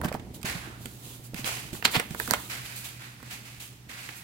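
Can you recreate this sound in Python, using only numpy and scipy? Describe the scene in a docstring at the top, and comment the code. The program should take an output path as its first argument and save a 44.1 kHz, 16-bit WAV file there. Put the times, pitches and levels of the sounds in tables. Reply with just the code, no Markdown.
"""Paperback and turning page

Hands smooth a paperback on a sofa, close by, and turn a page; a second page starts to lift at the end.
Strokes are filtered noise: low skin drag, sheet rub, dry hiss. Snaps are short noise cracks, buckles grainy runs,
bumps decaying sines with a dull puff. Lap friction and fingertip touches are noise and thuds.
A wavering sine hums over faint air noise; snaps, buckles and bumps get a short room tail."""
import sys
import numpy as np
from scipy import signal
from scipy.fft import rfft, irfft, next_fast_len
from scipy.io import wavfile
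from scipy.ndimage import map_coordinates

SR = 44100
rng = np.random.default_rng(int(sys.argv[2]) if len(sys.argv) > 2 else 0)


def waveform_to_disk(signal):
    """Save audio, clipped to [-1, 1], as 16-bit WAV at the path in sys.argv[1]."""
    frames = np.transpose(np.atleast_2d(signal))
    scaled = np.clip(frames, -1, 1) * 32767
    samples = np.round(scaled).astype(np.int16)
    wavfile.write(sys.argv[1], SR, samples)


N = 186631

# All levels are gains before panning.
# sliding strokes: start_s, push_s, coast_t60_s, rub_db, hiss_over_rub_db
STROKES = [(0.333, 0.023, 0.15, -51.5, 6.5), (.438, 0.038, 0.67, -33.5, -3.5), (0.62, .034, 0.85, -47, -9),
           (.771, 0.1, 2.2, -57, 7), (.968, 0.18, .33, -52.5, 5), (1.221, 0.048, 0.11, -58.5, 9.5),
           (1.339, 0.063, 0.32, -42.5, -1), (1.439, 0.039, 0.76, -33, -0.5), (1.716, 0.039, .36, -47.5, 5),
           (1.871, 0.06, 1.3, -51.5, 5), (1.907, 0.018, 0.38, -45.5, 9), (2.079, 0.064, 0.47, -51, 3),
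           (2.14, 0.12, 1.9, -44.5, 5), (2.492, 0.019, 0.66, -35.5, -3), (2.633, 0.035, 2.1, -44, -2),
           (2.739, 0.053, .33, -48, 8), (2.833, 0.03, 0.31, -43, 3), (2.974, 0.082, 0.57, -47.5, -5),
           (3.19, 0.15, 0.24, -51.5, -2.5), (3.29, 0.047, 0.46, -42, -1.5), (3.415, 0.1, 0.74, -49.5, -1.5),
           (3.594, 0.02, 0.47, -44.5, 2.5), (3.884, 0.025, 1.4, -44, -3.5), (3.93, 0.14, 1.6, -47, -2),
           (4.145, 0.042, 0.24, -62, 15.5)]
# book shifting in the lap: time_s, level_db
HANDLING = [(0.0, -38), (0.14, -44.5), (1.38, -54), (2.06, -46), (2.34, -47), (2.83, -57.5), (3.29, -53.5),
            (3.55, -59.5), (4.23, -55.5)]
# sheet snaps and nail ticks: start_s, face_db, edge_db, face_pitch_hz
SNAPS = [(.0144, -25.5, -44, 1190), (0.0446, -30.5, -33, 2370), (.126, -32, -34.5, 1600),
         (0.142, -39, -39, 2160), (.1503, -40, -54, 875), (.1966, -44, -49, 2400), (0.415, -54, -45, 2000),
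         (.43, -37.5, -32.5, 2260), (0.857, -34.5, -29.5, 2320), (1.3439, -33.5, -31, 2510),
         (1.444, -26, -32, 3260), (1.7312, -42, -40, 2250), (1.825, -25.5, -62, 1870),
         (1.85, -15.5, -12, 2260), (1.965, -21, -25, 2980), (1.9981, -17.5, -21.5, 1960),
         (2.108, -39, -37.5, 2040), (2.147, -28.5, -56, 1300), (2.1993, -17.5, -34, 1470),
         (2.2764, -28, -30, 1280), (2.3096, -15.5, -8.5, 1380), (2.3367, -12.5, -13.5, 1760),
         (3.2003, -47.5, -59, 1390), (3.2277, -42, -45, 1470), (4.0899, -30, -49, 1780)]
# runs of tiny creases: peak_s, level_db, swell_length_s, face_pitch_hz
BUCKLES = [(0.048, -29.5, 0.095, 1020), (.086, -36, 0.056, 1970), (0.14, -40.5, 0.14, 850),
           (1.752, -42, 0.043, 1070), (1.854, -15.5, 0.053, 2920), (1.954, -21, 0.13, 2230),
           (1.998, -27, 0.061, 1760), (2.311, -35, 0.17, 1180), (2.34, -25.5, 0.066, 1960)]
# soft blows on the page block: start_s, level_db, pitch_hz
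BUMPS = [(.0373, -21, 660), (0.05, -20.5, 168), (.078, -28.5, 195), (0.1168, -23, 600), (.144, -24.5, 218),
         (.1496, -21, 840), (0.445, -28.5, 202), (.552, -31, 169), (.674, -35, 322), (0.7, -36.5, 350),
         (.856, -30, 231), (1.195, -41, 186), (1.335, -31, 338), (1.3438, -31.5, 189), (1.392, -31.5, 210),
         (1.442, -32, 204), (1.73, -29, 189), (1.851, -29, 262), (1.953, -26.5, 312), (1.968, -20, 166),
         (2.109, -30.5, 150), (2.146, -36, 202), (2.284, -29, 242), (2.316, -26.5, 173), (3.229, -40, 306)]
# hum drift: time_s, level_db
HUM_DRIFT = [(0.2, -51.5), (0.35, -50.5), (1.55, -46), (1.89, -51.5), (2.86, -49.5), (4.15, -52.5)]

# skin drag spectrum: freq_hz, relative_db
DRAG_SPECTRUM = [(200, -18), (450, -2), (900, 0), (1300, -1), (2000, -18), (4000, -60)]
# sheet-on-sheet rub spectrum: pitch_multiple, relative_db
RUB_SHAPE = [(.3, -28.5), (.55, -6.5), (.8, 0), (1.1, 2.5), (1.5, -4.5), (2, -5.5), (2.7, -10), (4, -41)]
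# fibre hiss spectrum before tilt: freq_hz, relative_db
HISS_SPECTRUM = [(3000, -7), (5000, -10), (6000, -1), (7600, 2), (9000, -1), (10500, 0.5), (12300, -2),
                 (14000, -3), (16000, -3.5)]
# snap face spectrum: pitch_multiple, relative_db
SNAP_FACE_SHAPE = [(.12, -26), (.45, -1), (1, 5.5), (1.4, 3), (2, -11), (3.2, -16), (4.6, -26), (9, -13)]
# snap edge spectrum: freq_hz, relative_db
SNAP_EDGE_SPECTRUM = [(2500, -15), (5000, 1), (6200, -4), (7300, 2.5), (8700, 5), (10500, -7.5),
                      (12500, 1.5), (13800, -11), (14800, -1), (16000, -14)]
# crease face spectrum: pitch_multiple, relative_db
CREASE_FACE_SHAPE = [(.08, -32), (.27, -3.5), (.6, -4.5), (1, -0.5), (1.5, -3.5), (2, -8.5), (2.7, -16.5),
                     (5, -19)]
# crease edge spectrum: freq_hz, relative_db
CREASE_EDGE_SPECTRUM = [(2500, -37), (5000, -6), (6200, -28), (7200, 17), (8600, 4), (10500, 4.5),
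                        (12500, -2), (14000, -22), (16000, -11)]
# lap friction spectrum: freq_hz, relative_db
LAP_SPECTRUM = [(25, -48), (60, 4), (110, -2), (190, -1.5), (300, -5), (450, -12.5), (900, -21),
                (3000, -90)]
# room air spectrum: freq_hz, relative_db
AIR_SPECTRUM = [(20, -53), (45, 0), (65, -21), (90, -10), (200, -3.5), (500, -21.5), (2000, -17),
                (6000, -23.5), (16000, -30)]
# rumble around the hum: freq_hz, relative_db
RUMBLE_SPECTRUM = [(60, -22), (100, -16.5), (116, -27), (128, 15), (145, -4), (240, -30)]
# room decay: freq_hz, t60_s
ROOM_DECAY = [(150, 0.066), (1000, 0.46), (4000, 0.33), (14000, 0.045)]
# open-book resonances: freq_hz, width_hz, gain_db
BOOK_MODES = [(734, 14, -4), (1450, 180, -12), (1860, 19, -25), (2477, 28, -10), (3650, 27, -5),
              (4080, 130, -12), (4465, 46, -2.5), (4860, 77, -3.5), (8570, 130, -14), (12140, 350, -8.5)]
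# likeness of the two microphone ports, small close source: freq_hz, correlation
SPOT = [(60, 0.79), (250, 0.97), (600, 0.7), (950, 1), (1250, -0.045), (1800, -0.057), (2400, -0.1),
        (3400, -0.12), (4600, 0.91), (6000, 0.1), (16000, 0.23)]
# likeness of the two microphone ports, broad surface: freq_hz, correlation
BROAD = [(300, 0.97), (520, -0.29), (800, 0.67), (1000, 0.12), (1400, -0.32), (2100, -0.11), (2600, 0.063),
         (3800, -0.023), (8000, -0.02)]

HUM_HZ, HUM_WAVER_DB = 119.8, 1.3
TOUCHES_PER_S, TOUCH_DB, TOUCH_SCATTER_DB, TOUCH_HZ = 6.4, 4.5, 3, 254  # level over the shifting
# snap decay at HARD_SNAP_DB; doubles for each SNAP_DOUBLING_DB softer
SNAP_T60_S, HARD_SNAP_DB, SNAP_DOUBLING_DB = 0.011, -14, 18.5
JOLT_DB, JOLT_HZ, JOLT_T60_S = -13.5, 474, 0.075  # level over the snap's face
LEAN_DB, EDGE_LEAN_DB = 7, 12.5  # right over left: book lies right, its edge closest
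BUMP_CYCLES = 12.9  # puff t60 in cycles
BUILD_SHARE = 0.42  # part of a run's swell before its peak
CREASES_PER_S, CREASE_DB, CREASE_DECAY_S = 240, 0.5, 0.0006  # bigger creases
GRAIN_PEAK_CAP = 2.7  # multiple of rms, keeps the crackle even
QUICK_RUN_S, CRISP_DB, CRISP_DB_PER_DOUBLING = 0.041, -9.5, -18  # edge over face; longer runs are duller
FLUTTER_DELAY_S, FLUTTER_DB, FLUTTER_S, FLUTTER_PITCH_RATIO = 0.019, -18, 0.13, 0.52
GRIP_SHARE = 0.45  # part of a push spent gathering speed
SNAGS_PER_S, SNAG_DB, SNAG_DECAY_S = 45, 2, 0.00064  # coarse fibres
TURN_S = 2.1  # page has turned
DRAG_BEFORE_DB, DRAG_AFTER_DB = -7.5, -12.5  # over the rub: page on top grips more before the turn
RUB_HZ, RUB_OCTAVES_PER_DB = 2500, 0.08  # lighter, hissier touch rubs higher
ROLLOFF_START_HZ = 15850


def amp(db):
    """Decibels to gain."""
    return 10 ** (np.asarray(db) / 20)


def unit(x):
    """Scale to rms 1."""
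    return x / np.sqrt(np.mean(x ** 2) + 1e-20)


def along(points, hz):
    """Interpolate (freq_hz, value) points on a log frequency axis."""
    f, v = np.transpose(points)
    return np.interp(np.log(hz + 1), np.log(f), v)


def drift(rows):
    """Interpolate (time_s, value) rows at every sample."""
    time_s, value = np.transpose(rows)
    return np.interp(np.arange(N) / SR, time_s, value)


def wobble(knots_per_s):
    """Smooth random curve through Gaussian knots."""
    knots = rng.standard_normal(int(N * knots_per_s / SR) + 4)
    return map_coordinates(knots, [np.arange(N) * knots_per_s / SR])


def coloured(x, spectrum):
    """Minimum-phase filter with the given spectrum."""
    n = x.shape[-1]
    m = 2 * next_fast_len(n // 2 + 2048, True)
    cepstrum = irfft(np.log(amp(along(spectrum, np.fft.rfftfreq(m, 1 / SR)))))
    # fold onto positive times: causal response
    cepstrum[1:m // 2] *= 2
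    cepstrum[m // 2 + 1:] = 0
    return irfft(rfft(x, m) * np.exp(rfft(cepstrum)), m)[..., :n]


def pair(alike, size):
    """White noise at two ports with frequency-dependent correlation."""
    m = next_fast_len(size, True)
    common, opposed = rfft(rng.standard_normal((2, m)))
    correlation = np.clip(along(alike, np.fft.rfftfreq(m, 1 / SR)), -1, 1)
    angle = np.arccos(correlation) / 2
    both = np.cos(angle) * common + np.sin(angle) * np.array([opposed, -opposed])
    return irfft(both, m)[:, :size]


def panned(x, right_db):
    """Raise right over left by right_db, split evenly."""
    return x * amp([[-right_db / 2], [right_db / 2]])


def burst(envelope, spectrum, alike):
    """Filtered noise under an envelope, at the envelope's rms."""
    noise = coloured(envelope * pair(alike, len(envelope)), spectrum)
    return unit(noise) * np.sqrt(np.mean(envelope ** 2))


def dying(t, t60_s):
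    """Exponential decay, 60 dB in t60_s."""
    return np.exp(-np.log(1000) * t / max(t60_s, 1e-3))


def pitched(shape, hz):
    """Place a spectrum shape at a pitch."""
    return [(multiple * hz, db) for multiple, db in shape]


def tilted(spectrum, db_per_octave):
    """Tilt a spectrum about its lowest point."""
    return [(hz, db + db_per_octave * np.log2(hz / spectrum[0][0])) for hz, db in spectrum]


def catches(t, grain_db, size):
    """Fibres catch and slip: strength jumps every size samples."""
    steps_db = grain_db * rng.standard_normal(len(t) // size + 1)
    return unit(amp(np.repeat(steps_db, size)[:len(t)]))


def spikes(t, per_s, db, decay_s):
    """Unit gain with brief decaying jumps at random moments."""
    hits = rng.random(len(t)) < per_s / SR
    jump = np.exp(-np.arange(SR // 200) / SR / max(decay_s, 1e-4))
    return 1 + (amp(db) - 1) * np.convolve(hits, jump)[:len(t)]


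def add(track, start_s, sound):
    """Mix a sound into the track, trimmed at both ends."""
    start = round(start_s * SR)
    part = sound[:, max(-start, 0):max(N - start, 0)]
    track[:, max(start, 0):][:, :part.shape[1]] += part


def thud(hz, puff_t60_s):
    """Push on the damped page block: a few sine cycles and a dull noise puff."""
    t = np.arange(SR // 5) / SR
    push = dying(t, puff_t60_s) * (1 - np.exp(-t / 0.0014))
    dull = [(hz / 8, -20), (hz / 1.96, -4), (hz, 0), (2 * hz, -8), (4 * hz, -24), (20 * hz, -65)]
    ring = 1.18 * dying(t, 7 / hz) * np.sin(2 * np.pi * hz * t)
    return ring + 0.6 * burst(push, dull, SPOT)


def background():
    """Mains hum wavering in a narrow rumble, over still room air."""
    phase = 2 * np.pi * HUM_HZ * np.arange(N) / SR + 0.069 * wobble(4.3)
    line = np.sqrt(2) * np.sin(phase)
    rumble = unit(coloured(pair(SPOT, N), RUMBLE_SPECTRUM))
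    level_db = drift(HUM_DRIFT) + HUM_WAVER_DB * wobble(6.4)
    hum = amp(level_db) * unit(line + 0.5 * rumble)
    air = amp(-55.5) * unit(coloured(pair(BROAD, N), AIR_SPECTRUM))
    return panned(hum + air, right_db=2.5)


def handling():
    """Book and sleeves shift unevenly on the lap as low friction noise; fingertips land as thuds."""
    uneven = pair(SPOT, N) * amp(2 * wobble(81))
    shifting = unit(coloured(uneven, LAP_SPECTRUM))
    touches = np.zeros((2, N))
    for k in range(int(TOUCHES_PER_S * N / SR)):
        strength, pitch = rng.standard_normal(2)
        hz = TOUCH_HZ * np.exp(0.25 * pitch)
        touch = amp(TOUCH_DB + TOUCH_SCATTER_DB * strength) * thud(hz, BUMP_CYCLES / hz)
        add(touches, (k + rng.random()) / TOUCHES_PER_S, touch)
    return panned(amp(drift(HANDLING)) * (shifting + touches), right_db=3.0)


def snaps():
    """The sheet pops through: a bright edge tick and a slightly longer face crack."""
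    out, t = np.zeros((2, N)), np.arange(SR // 8) / SR
    for start_s, face_db, edge_db, hz in SNAPS:
        t60_s = SNAP_T60_S * 2 ** ((HARD_SNAP_DB - face_db) / SNAP_DOUBLING_DB)
        pop = np.tanh(1.14 * dying(t, t60_s))  # the crease takes a moment to pass
        face = amp(face_db) * burst(pop, pitched(SNAP_FACE_SHAPE, hz), SPOT)
        edge = amp(edge_db) * burst(pop ** 2.26, SNAP_EDGE_SPECTRUM, SPOT)
        add(out, start_s, panned(face, right_db=LEAN_DB) + panned(edge, right_db=EDGE_LEAN_DB))
    return out


def bumps():
    """Fingers and the falling page push the page block; each snap jolts it."""
    out = np.zeros((2, N))
    for start_s, db, hz in BUMPS:
        add(out, start_s, amp(db) * thud(hz, BUMP_CYCLES / hz))
    for start_s, face_db, _, _ in SNAPS:
        jolt_hz = JOLT_HZ * np.exp(0.1 * rng.standard_normal())
        add(out, start_s, amp(face_db + JOLT_DB) * thud(jolt_hz, JOLT_T60_S))
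    return panned(out, right_db=5.0)


def creasing(t, length_s):
    """Strength of a grainy crease run centred on t = 0."""
    rise = dying(np.maximum(-t, 0), BUILD_SHARE * length_s)
    fall = dying(np.maximum(t, 0), (1 - BUILD_SHARE) * length_s)
    grain = catches(t, grain_db=3.5, size=30) * spikes(t, CREASES_PER_S, CREASE_DB, CREASE_DECAY_S)
    grain = unit(np.minimum(unit(grain), GRAIN_PEAK_CAP))
    return np.tanh(2.2 * rise * fall) * grain  # holds its strength while the bend travels


def buckles():
    """A bend crosses the sheet: creases swell and thin out, then it relaxes in a duller flutter."""
    out, t = np.zeros((2, N)), np.arange(-SR // 10, SR // 5) / SR
    for peak_s, db, length_s, hz in BUCKLES:
        creases = creasing(t, length_s)
        face = burst(creases, pitched(CREASE_FACE_SHAPE, hz), SPOT)
        edge_db = CRISP_DB + CRISP_DB_PER_DOUBLING * np.log2(length_s / QUICK_RUN_S)
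        edge = amp(edge_db) * burst(creases, CREASE_EDGE_SPECTRUM, SPOT)
        relaxing = creasing(t - FLUTTER_DELAY_S, FLUTTER_S)
        flutter_shape = pitched(CREASE_FACE_SHAPE, FLUTTER_PITCH_RATIO * hz)
        flutter = amp(FLUTTER_DB) * burst(relaxing, flutter_shape, SPOT)
        lean_db = along([(800, 2.3), (2500, 4.0)], hz)
        run = panned(face + flutter, right_db=lean_db) + panned(edge, right_db=EDGE_LEAN_DB)
        add(out, peak_s + t[0], amp(db) * run)
    return out


def sliding():
    """Strokes grip, run on and coast, 1 s at most: skin drags low, sheets rub, fibres hiss."""
    out, t = np.zeros((2, N)), np.arange(SR) / SR
    for start_s, push_s, t60_s, rub_db, hiss_db in STROKES:
        grip = np.clip(t / max(GRIP_SHARE * push_s, 1e-3), 0, 1) ** 2
        speed = grip * dying(np.maximum(t - push_s, 0), t60_s)
        speed = speed * catches(t, grain_db=0.98, size=260) * spikes(t, SNAGS_PER_S, SNAG_DB, SNAG_DECAY_S)

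        drag_db = DRAG_BEFORE_DB if start_s < TURN_S else DRAG_AFTER_DB
        drag = amp(drag_db) * burst(speed * catches(t, grain_db=2.5, size=150), DRAG_SPECTRUM, BROAD)

        rub_hz = RUB_HZ * 2 ** (RUB_OCTAVES_PER_DB * hiss_db)
        rub = burst(speed * catches(t, grain_db=0.06, size=48), pitched(RUB_SHAPE, rub_hz), BROAD)

        fibres = tilted(HISS_SPECTRUM, 0.67 * np.clip(hiss_db, -6, 5))  # light touch hisses higher
        hiss = amp(hiss_db) * burst(speed * catches(t, grain_db=1.0, size=24), fibres, BROAD)

        stroke = panned(drag, right_db=2.5) + panned(rub, right_db=4.0) + panned(hiss, right_db=4.5)
        add(out, start_s, amp(rub_db) * stroke)
    return out


def book(x):
    """Open pages and the air wedge between them ring: resonances added to the direct sound."""
    m = next_fast_len(N + SR // 4, True)
    f = np.fft.rfftfreq(m, 1 / SR)
    ring = sum(amp(db) * 1j * f * w / (hz * hz - f * f + 1j * f * w) for hz, w, db in BOOK_MODES)
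    return irfft(rfft(x, m) * (1 + ring), m)[:, :N]


def room(x):
    """Short diffuse noise tail, different at each port; each frequency dies at its own rate."""
    hz, t, z = signal.stft(rng.standard_normal((2, SR // 2)), SR, nperseg=256)
    decay = amp(-60 * t / along(ROOM_DECAY, hz)[:, None])
    tail = signal.istft(z * decay, SR, nperseg=256)[1]
    tail = np.pad(tail / np.linalg.norm(tail[0]), ((0, 0), (180, 0)))  # 4 ms predelay
    return signal.fftconvolve(x, tail, axes=1)[:, :N]


def scene():
    """Paper and hands close by, in the humming room."""
    blows = book(snaps() + buckles()) + bumps()
    return blows + amp(-14.5) * room(blows) + book(sliding()) + handling() + background()


def record(dry):
    """Recorder band limit: falls 0.1 dB per Hz above the rolloff start, down to -100 dB."""
    m = next_fast_len(N + SR // 4)
    above_hz = np.fft.rfftfreq(m, 1 / SR) - ROLLOFF_START_HZ
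    return irfft(rfft(dry, m) * amp(-np.clip(above_hz / 10, 0, 100)), m)[:, :N]


dry = scene()
out = record(dry)
waveform_to_disk(out)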